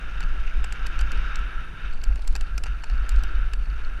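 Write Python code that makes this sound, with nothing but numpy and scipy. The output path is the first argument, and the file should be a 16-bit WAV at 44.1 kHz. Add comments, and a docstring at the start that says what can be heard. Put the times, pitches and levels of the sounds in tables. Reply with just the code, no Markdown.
"""Deep wind buffeting, a hollow rush and sharp knocks: a mountain bike runs down a rough forest trail.
It is heard from a camera on the rider's helmet. Bumps shake the mount and wind hits the microphone.
Air and tyres make the rush, which swells and sinks, while grit crackles under the wheels.
Chain and fittings knock in quick double contacts, the drivetrain ticks and the camera whines faintly."""
import sys
import numpy as np
from scipy import signal
from scipy.fft import rfft, irfft
from scipy.io import wavfile
from scipy.ndimage import uniform_filter1d

SR = 44100
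rng = np.random.default_rng(int(sys.argv[2]) if len(sys.argv) > 2 else 0)


def to_wav(s):
    """Save 16-bit WAV."""
    ch = np.atleast_2d(s).T  # columns
    pcm = np.round(np.clip(ch, -1, 1) * 32767)  # PCM
    wavfile.write(sys.argv[1], SR, pcm.astype(np.int16))


N = 176400
T = np.arange(N) / SR

# The tone colour of each sound. Each row: frequency in Hz, relative level in dB.
CAMERA_HISS_COLOUR = [(100, -1), (8000, 4), (11800, -1), (13000, -7), (15000, -15), (16000, -23)]
TICK_COLOUR = [(1500, -8), (3300, -27), (3900, -10.5), (4500, 0.5), (4900, -13), (5300, -18), (8000, -26),
               (16000, -50)]
DRONE_COLOUR = [(40, -2.5), (82, 1.5), (118, -4), (145, 3.5), (175, -5.5), (230, -14.5), (400, -20),
                (2000, -56)]
ROAR_COLOUR = [(80, -14), (200, 2), (300, 0), (420, -2.5), (650, -6), (850, -5.5), (1200, -10),
               (2500, -23.5), (8000, -49)]
DIRT_COLOUR = [(1500, 7.5), (3600, -3), (4400, 5.5), (5200, 4), (5900, -11), (6600, -3), (7500, -14),
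               (9000, -12), (11500, -23), (13000, -28), (16000, -36)]
GRIT_COLOUR = [(500, -11), (1500, 8), (2800, 18), (3300, -8), (4500, -2.5), (5300, -1.5), (6500, -1.5),
               (8000, -26), (11500, -15.5), (14000, -39), (16000, -34)]
SCUFF_COLOUR = [(1500, -4), (4500, 11), (6500, -1), (9000, -1), (11500, -9), (13000, -22), (16000, -28)]
HOLLOW_COLOUR = [(300, -40), (900, -23), (1170, -14.5), (1265, -7.5), (1318, 1), (1370, 1), (1450, -2.5),
                 (1620, -2.5), (1760, -9), (1950, -16), (2500, -36), (6000, -64)]
UPPER_RUSH_COLOUR = [(600, -15), (1500, 0), (2000, -6), (2280, 1), (2420, -1), (2620, 3), (2900, -1),
                     (3170, -4), (3370, -11.5), (3550, -5), (3780, -5), (4100, -20), (6000, -21),
                     (12000, -79)]
BUFFET_COLOUR = [(4, -20), (11, 7.5), (22, -3), (33, -8), (47, -3), (54, -17), (63, -22), (80, -38.5),
                 (110, -45), (300, -107), (1000, -100)]
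CLICK_COLOUR = [(300, 3.5), (900, -9.5), (2600, -1.5), (3500, -3), (4500, 1.5), (5700, 0.5), (6600, -4.5),
                (7300, 3), (8100, -2), (9200, -9.5), (12000, -11.5), (13500, -26), (16000, -30)]

# How each sound swells and sinks. Each row: time in seconds, relative level in dB.
TICK_LEVELS = [(0, -79), (1.6, -72), (2, -63), (2.7, -66.5), (3, -61), (3.5, -64.5), (4, -66)]
DIRT_LEVELS = [(0, -64), (.24, -56.5), (.6, -60), (1, -57), (1.28, -55), (1.5, -69), (1.75, -69),
               (2.1, -66), (2.35, -55.5), (2.65, -66), (2.9, -67), (3.2, -61), (3.5, -69), (4, -67)]
GRIT_LEVELS = [(0, -54), (.4, -53.5), (.55, -53), (1.15, -54), (1.6, -62), (2.1, -57.5), (2.22, -55),
               (2.5, -67), (2.67, -48), (2.8, -60), (2.95, -53), (3.2, -57), (3.45, -63), (3.8, -55),
               (4, -60)]
BUFFET_LEVELS = [(0, -29.5), (.25, -21.5), (.7, -24.5), (1.2, -22.5), (1.5, -28), (1.75, -32.5), (1.9, -24),
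                 (2.3, -24), (2.75, -23.5), (2.86, -29.5), (2.95, -21), (3.4, -20.5), (3.8, -24.5),
                 (4, -22.5)]
# Tyre rumble. Each row: time in seconds, then relative levels of the low drone and the roar in dB.
RUMBLE_LEVELS = [(0, -49, -53.5), (.5, -53, -51.5), (1.1, -45.5, -51.5), (1.45, -51.5, -51.5),
                 (1.75, -46, -53.5), (2.1, -57, -53.5), (2.5, -48, -55.5), (2.85, -52.5, -55),
                 (3.2, -60, -52), (3.6, -51, -55.5), (4, -53, -53)]
# The rush. Each row: time in seconds, then relative levels of the hollow and the upper part in dB.
RUSH_LEVELS = [(0, -40.5, -49), (.12, -43.5, -49.5), (.22, -38.5, -48.5), (.33, -43, -49.5),
               (.68, -43.5, -48.5), (.8, -40, -47), (.97, -39.5, -47), (1.15, -39, -45), (1.33, -36.5, -43),
               (1.48, -40, -47), (1.61, -40, -47.5), (1.71, -46.5, -53), (1.86, -40, -47),
               (1.99, -51.5, -57), (2.07, -44.5, -54), (2.17, -51.5, -59), (2.3, -54.5, -59),
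               (2.47, -44.5, -52.5), (2.56, -46, -55), (2.62, -52, -63), (2.67, -42, -51), (2.84, -49, -56),
               (2.98, -41, -51.5), (3.13, -41.5, -49), (3.26, -41.5, -49), (3.42, -41, -49),
               (3.57, -50, -55), (3.68, -46.5, -57.5), (3.78, -43.5, -51), (4, -44, -54.5)]

# The camera's whine. Each row: pitch in Hz, level in dB.
WHINE_TONES = [(5846, -77.5), (8780.5, -77), (11700, -86)]
# Drivetrain pings and tyre scuffs. Each row: start in seconds, level in dB.
METAL_PINGS = [(1.928, -43), (2.016, -40), (2.219, -47), (2.915, -45.5), (2.979, -45), (3.354, -50),
               (3.849, -37.5)]
TYRE_SCUFFS = [(.395, -54), (2.188, -58), (2.216, -53), (2.232, -57.5), (2.315, -52.5), (2.66, -52),
               (3.15, -54), (3.182, -53)]
# Thin squeaks. Each row: start in seconds, length in seconds, level in dB.
HIGH_SQUEAKS = [(1.443, 0.022, -71), (1.476, .009, -68), (1.516, .016, -69), (1.574, .014, -74),
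                (1.601, .013, -70), (1.642, 0.02, -68)]
# Bumps. Each row: time in seconds, then relative levels of helmet sway and mount shudder in dB.
TRAIL_BUMPS = [(0.258, -11.5, -41), (0.376, -29, -19.5), (0.469, -15, -45), (0.572, -12, -13.5),
               (.83, -29, -26), (1.004, -21, -12), (1.159, -24, -13), (1.395, -20.5, -19),
               (1.564, -19, -25.5), (1.844, -20.5, -22), (2.085, -8.5, -12), (2.302, -11, -19),
               (2.43, -15, -39), (2.52, -30, -24), (2.673, -26, -17), (2.916, -22, -10.5),
               (2.996, -12, -20), (3.122, -31, -10.5), (3.189, -8.5, -23.5), (3.325, -19, -19),
               (3.415, -24, -20), (3.575, -18.5, -21), (3.69, -14, -17.5), (3.869, -19, -26.5)]
# Knocks and chain slaps. Each row: start in seconds, relative levels of click, ring and thud in dB,
# wait for the rebound in milliseconds, rebound click in dB compared with the first click.
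CHAIN_KNOCKS = [(0.2053, -35, -40, -35, 3.2, -4), (0.2285, -46, -28.5, -45, 8, -1),
                (0.6414, -38.5, -27, -30, 3.3, 10), (0.7232, -34.5, -31, -34.5, 2.43, 8),
                (0.865, -32, -30, -41, 3.4, 3), (0.991, -33, -26.5, -35, 3.8, -12),
                (1.0047, -40, -46, -38, 4.1, 1), (1.0118, -30.5, -28, -46, 2.2, -16),
                (1.1174, -34.5, -29, -49, 1.86, 1.5), (1.175, -46, -34.5, -57, 1.9, -12),
                (1.3574, -30, -36, -51, 2.5, -11), (1.3913, -46, -48, -50, 1.7, -10),
                (1.9345, -48, -42, -50, 1.5, -6), (2.0368, -36.5, -34.5, -53, 3.1, 7.5),
                (2.1579, -37.5, -39, -36, 1.54, -10), (2.194, -52, -43, -37.5, 1.8, -10),
                (2.2753, -29.5, -53, -32, 3.14, 1.5), (2.3535, -26.5, -26, -31, 3.8, -19),
                (2.3627, -26, -31, -41, 1.5, -25), (2.41, -29.5, -30, -38.5, 2.6, -10),
                (2.5787, -30, -26.5, -43, 2.06, 3), (2.6369, -28.5, -29.5, -33.5, 2.5, -5),
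                (2.659, -46, -33, -29, 5.7, -14), (2.8368, -39.5, -29, -32.5, 4.4, 5),
                (2.8985, -42, -33.5, -37, 1.6, -14), (3.0920, -28.5, -38, -48, 0.88, 3.5),
                (3.1178, -51, -35, -45, 5.7, 2), (3.235, -42.5, -33.5, -38, 1.6, 12.5),
                (3.5348, -34.5, -26.5, -39, 1.32, 2.5)]
# The tones a knock rings with. Each row: typical pitch in Hz, relative level in dB, seconds to fade 60 dB.
RING_TONES = [(500, -11, 0.013), (732, -7.5, 0.016), (847, -5, 0.02), (1025, -9.5, 0.019),
              (1440, -5, .0083), (1684, -4.5, 0.021), (2300, -11, 0.017), (2730, -2, 0.016),
              (4600, -10, 0.018), (5500, -13, 0.013)]


def amp(db):
    """Turns decibels into a number to multiply by."""
    return 10 ** (np.asarray(db) / 20)


def level(rows, column=1):
    """Joins the points of a level table into a smooth gain over time."""
    rows = np.array(rows)
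    return amp(np.interp(T, rows[:, 0], rows[:, column]))


def unit(x):
    """Scales a signal to an average (rms) level of 1."""
    return x / np.sqrt(np.mean(x ** 2) + 1e-20)


def gain_at(colour, hz):
    """Reads the gain at each frequency from a colour table."""
    table_hz, db = np.transpose(colour)
    return amp(np.interp(np.log(hz + 1), np.log(table_hz + 1), db))


def add(mix, start, sound):
    """Mixes a sound in at a start time in seconds."""
    part = mix[max(round(start * SR), 0):][:len(sound)]
    part += sound[:len(part)]


def drift(rate_hz):
    """A random wander; a higher rate makes it quicker."""
    hz = np.fft.rfftfreq(N, 1 / SR)
    return unit(irfft(rfft(rng.standard_normal(N)) * np.exp(-(hz / rate_hz) ** 2), N))


def noise(colour, flutter_db, flutter_hz):
    """Coloured noise whose level flutters at random by about flutter_db."""
    spectrum = rfft(rng.standard_normal(N)) * gain_at(colour, np.fft.rfftfreq(N, 1 / SR))
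    return unit(irfft(spectrum, N) * amp(flutter_db * drift(flutter_hz)))


def steady(x, window_s=0.092, share=0.51):
    """Partly evens out the chance swells of a noise."""
    power = abs(uniform_filter1d(x ** 2, round(window_s * SR))) + 1e-6
    return unit(x / power ** (share / 2))


def tint(x, colour, size=2048):
    """Gives a sound a tone colour while keeping its sudden starts sharp."""
    log_gain = np.log(gain_at(colour, abs(np.fft.fftfreq(size, 1 / SR))))
    taps = np.fft.ifft(np.exp(np.conj(signal.hilbert(log_gain)))).real[:size // 2]
    return signal.oaconvolve(x, taps / np.linalg.norm(taps))[:N]


def grains(colour, per_s, spread_db, decay_s):
    """Tiny contacts of random size at random moments, each a fading burst of noise."""
    hits = rng.random(N) < per_s / SR
    sizes = amp(spread_db * np.minimum(rng.exponential(1, N), 2))
    fades = signal.lfilter([1], [1, -np.exp(-1 / (decay_s * SR))], hits * sizes)
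    return unit(tint(fades * rng.standard_normal(N), colour))


def drivetrain(ping_hz=4360, ping_s=0.0021, squeak_hz=9900, rise_hz=350):
    """The chain and gears give light metallic ticks, single pings and a few rising squeaks."""
    out = level(TICK_LEVELS) * grains(TICK_COLOUR, per_s=170, spread_db=0.5, decay_s=0.0012)
    t = T[:SR // 20]
    for start, db in METAL_PINGS:
        hz = ping_hz * (1 + 0.046 * rng.standard_normal())
        add(out, start, amp(db) * np.exp(-t / ping_s) * np.sin(2 * np.pi * hz * t))
    wobble_hz = 130 * drift(rate_hz=300)
    for start, length, db in HIGH_SQUEAKS:
        progress = np.linspace(0, 1, round(length * SR))
        hz = squeak_hz + rise_hz * progress + wobble_hz[round(start * SR):][:len(progress)]
        add(out, start, amp(db) * np.sin(np.pi * progress) * np.sin(2 * np.pi * np.cumsum(hz) / SR))
    return out


def tyres(scuff_s=0.02):
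    """Rolling tyres rumble, hiss on loose dirt, crackle over grit and briefly scuff."""
    drone = level(RUMBLE_LEVELS) * noise(DRONE_COLOUR, flutter_db=0, flutter_hz=25)
    roar = level(RUMBLE_LEVELS, column=2) * noise(ROAR_COLOUR, flutter_db=1.9, flutter_hz=61)
    hiss = level(DIRT_LEVELS) * noise(DIRT_COLOUR, flutter_db=1.2, flutter_hz=60)
    grit = level(GRIT_LEVELS) * grains(GRIT_COLOUR, per_s=250, spread_db=7, decay_s=0.0022)
    slip = np.zeros(N)
    for start, db in TYRE_SCUFFS:
        add(slip, start, amp(db) * np.hanning(round(scuff_s * SR)))
    scuffs = slip * grains(SCUFF_COLOUR, per_s=430, spread_db=5, decay_s=0.00044)
    return amp(0.5) * (drone + roar) + amp(-3.2) * hiss + grit + scuffs


def wind():
    """Wind buffets the microphone, while air and tyres make a hollow, fluttering rush."""
    buffet = level(BUFFET_LEVELS) * steady(noise(BUFFET_COLOUR, flutter_db=2.5, flutter_hz=5.6))
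    hollow = level(RUSH_LEVELS) * steady(noise(HOLLOW_COLOUR, flutter_db=0.5, flutter_hz=60.3))
    upper = level(RUSH_LEVELS, column=2) * noise(UPPER_RUSH_COLOUR, flutter_db=1.24, flutter_hz=45.7)
    return buffet + amp(-1.56) * hollow + amp(0.76) * upper


def bumps(sway_s=0.012, mount_hz=47.6, mount_s=0.041, thump_s=0.039, cutoff_hz=53.7):
    """At each bump the wheels thump, the helmet dips and the padded camera mount shudders."""
    shake, thumps = np.zeros(N), np.zeros(N)
    t = T[:SR // 2]
    rise = 1 - np.exp(-(t / 0.01) ** 2)
    shudder = -rise * np.exp(-t / mount_s) * np.cos(2 * np.pi * mount_hz * t)
    swell = t / thump_s * np.exp(1 - t / thump_s)
    for time, sway_db, shudder_db in TRAIL_BUMPS:
        offset = (T - time) / sway_s
        shake += amp(sway_db) * (offset ** 2 - 1) * np.exp(-offset ** 2 / 2)  # one dip
        add(shake, time, 2 * amp(shudder_db) * shudder)
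        strength = np.hypot(amp(sway_db), amp(shudder_db))
        add(thumps, time - 0.033, strength * swell)  # the thump starts just before the dip
    keep_lows = 1 / (1 + (np.fft.rfftfreq(N, 1 / SR) / cutoff_hz) ** 10)
    shake = irfft(rfft(shake) * keep_lows, N)
    return shake + amp(-36.5) * thumps * noise(DRONE_COLOUR, flutter_db=3, flutter_hz=30)


def knocks(thud_below_hz=1150, pitch_spread=0.07):
    """Chain and fittings hit and rebound; each contact clicks and sets short tones ringing."""
    clicks, rings = np.zeros(N), np.zeros(N)
    t = T[:SR // 20]
    hz, tone_db, fade_s = np.transpose(RING_TONES)[:, :, None]
    snap_and_tail = 2 * np.exp(-t / 0.00064) + amp(-25) * np.exp(-t / 0.0098)
    click_shape = (1 - np.exp(-t / 0.00033)) * snap_and_tail
    ring_shape = (1 - np.exp(-t / 0.00051)) * amp(-60 * t / fade_s)
    for start, click_db, ring_db, thud_db, wait_ms, rebound_db in CHAIN_KNOCKS:
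        strength = amp(tone_db + np.where(hz < thud_below_hz, thud_db, ring_db))
        first = (start, click_db, 0)
        rebound = (start + wait_ms / 1000, click_db + rebound_db, -1)
        for time, contact_db, ring_change_db in first, rebound:
            add(clicks, time, amp(contact_db) * click_shape * rng.choice([-1, 1], len(t)))
            pitch = hz * (1 + pitch_spread * rng.standard_normal(hz.shape))
            signs = rng.choice([-1, 1], hz.shape)
            tones = signs * strength * ring_shape * np.sin(2 * np.pi * pitch * t)
            add(rings, time, amp(ring_change_db) * tones.sum(0))
    return tint(clicks, CLICK_COLOUR) + rings


def scene():
    """Everything that reaches the helmet, in one channel."""
    return (wind() + tyres() + bumps() + knocks() + drivetrain())[None]


def record(dry):
    """The camera adds its thin whine and hiss, then cuts the treble above 15800 Hz."""
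    whine = sum(np.sqrt(2) * amp(db) * np.sin(2 * np.pi * hz * T) for hz, db in WHINE_TONES)
    hiss = amp(-71.5) * tint(rng.standard_normal(N), CAMERA_HISS_COLOUR)
    treble_cut = signal.firwin(511, 15800, window=("kaiser", 9), fs=SR)
    return signal.oaconvolve(dry + whine + hiss, treble_cut[None], "same")


dry = scene()
out = record(dry)
to_wav(out)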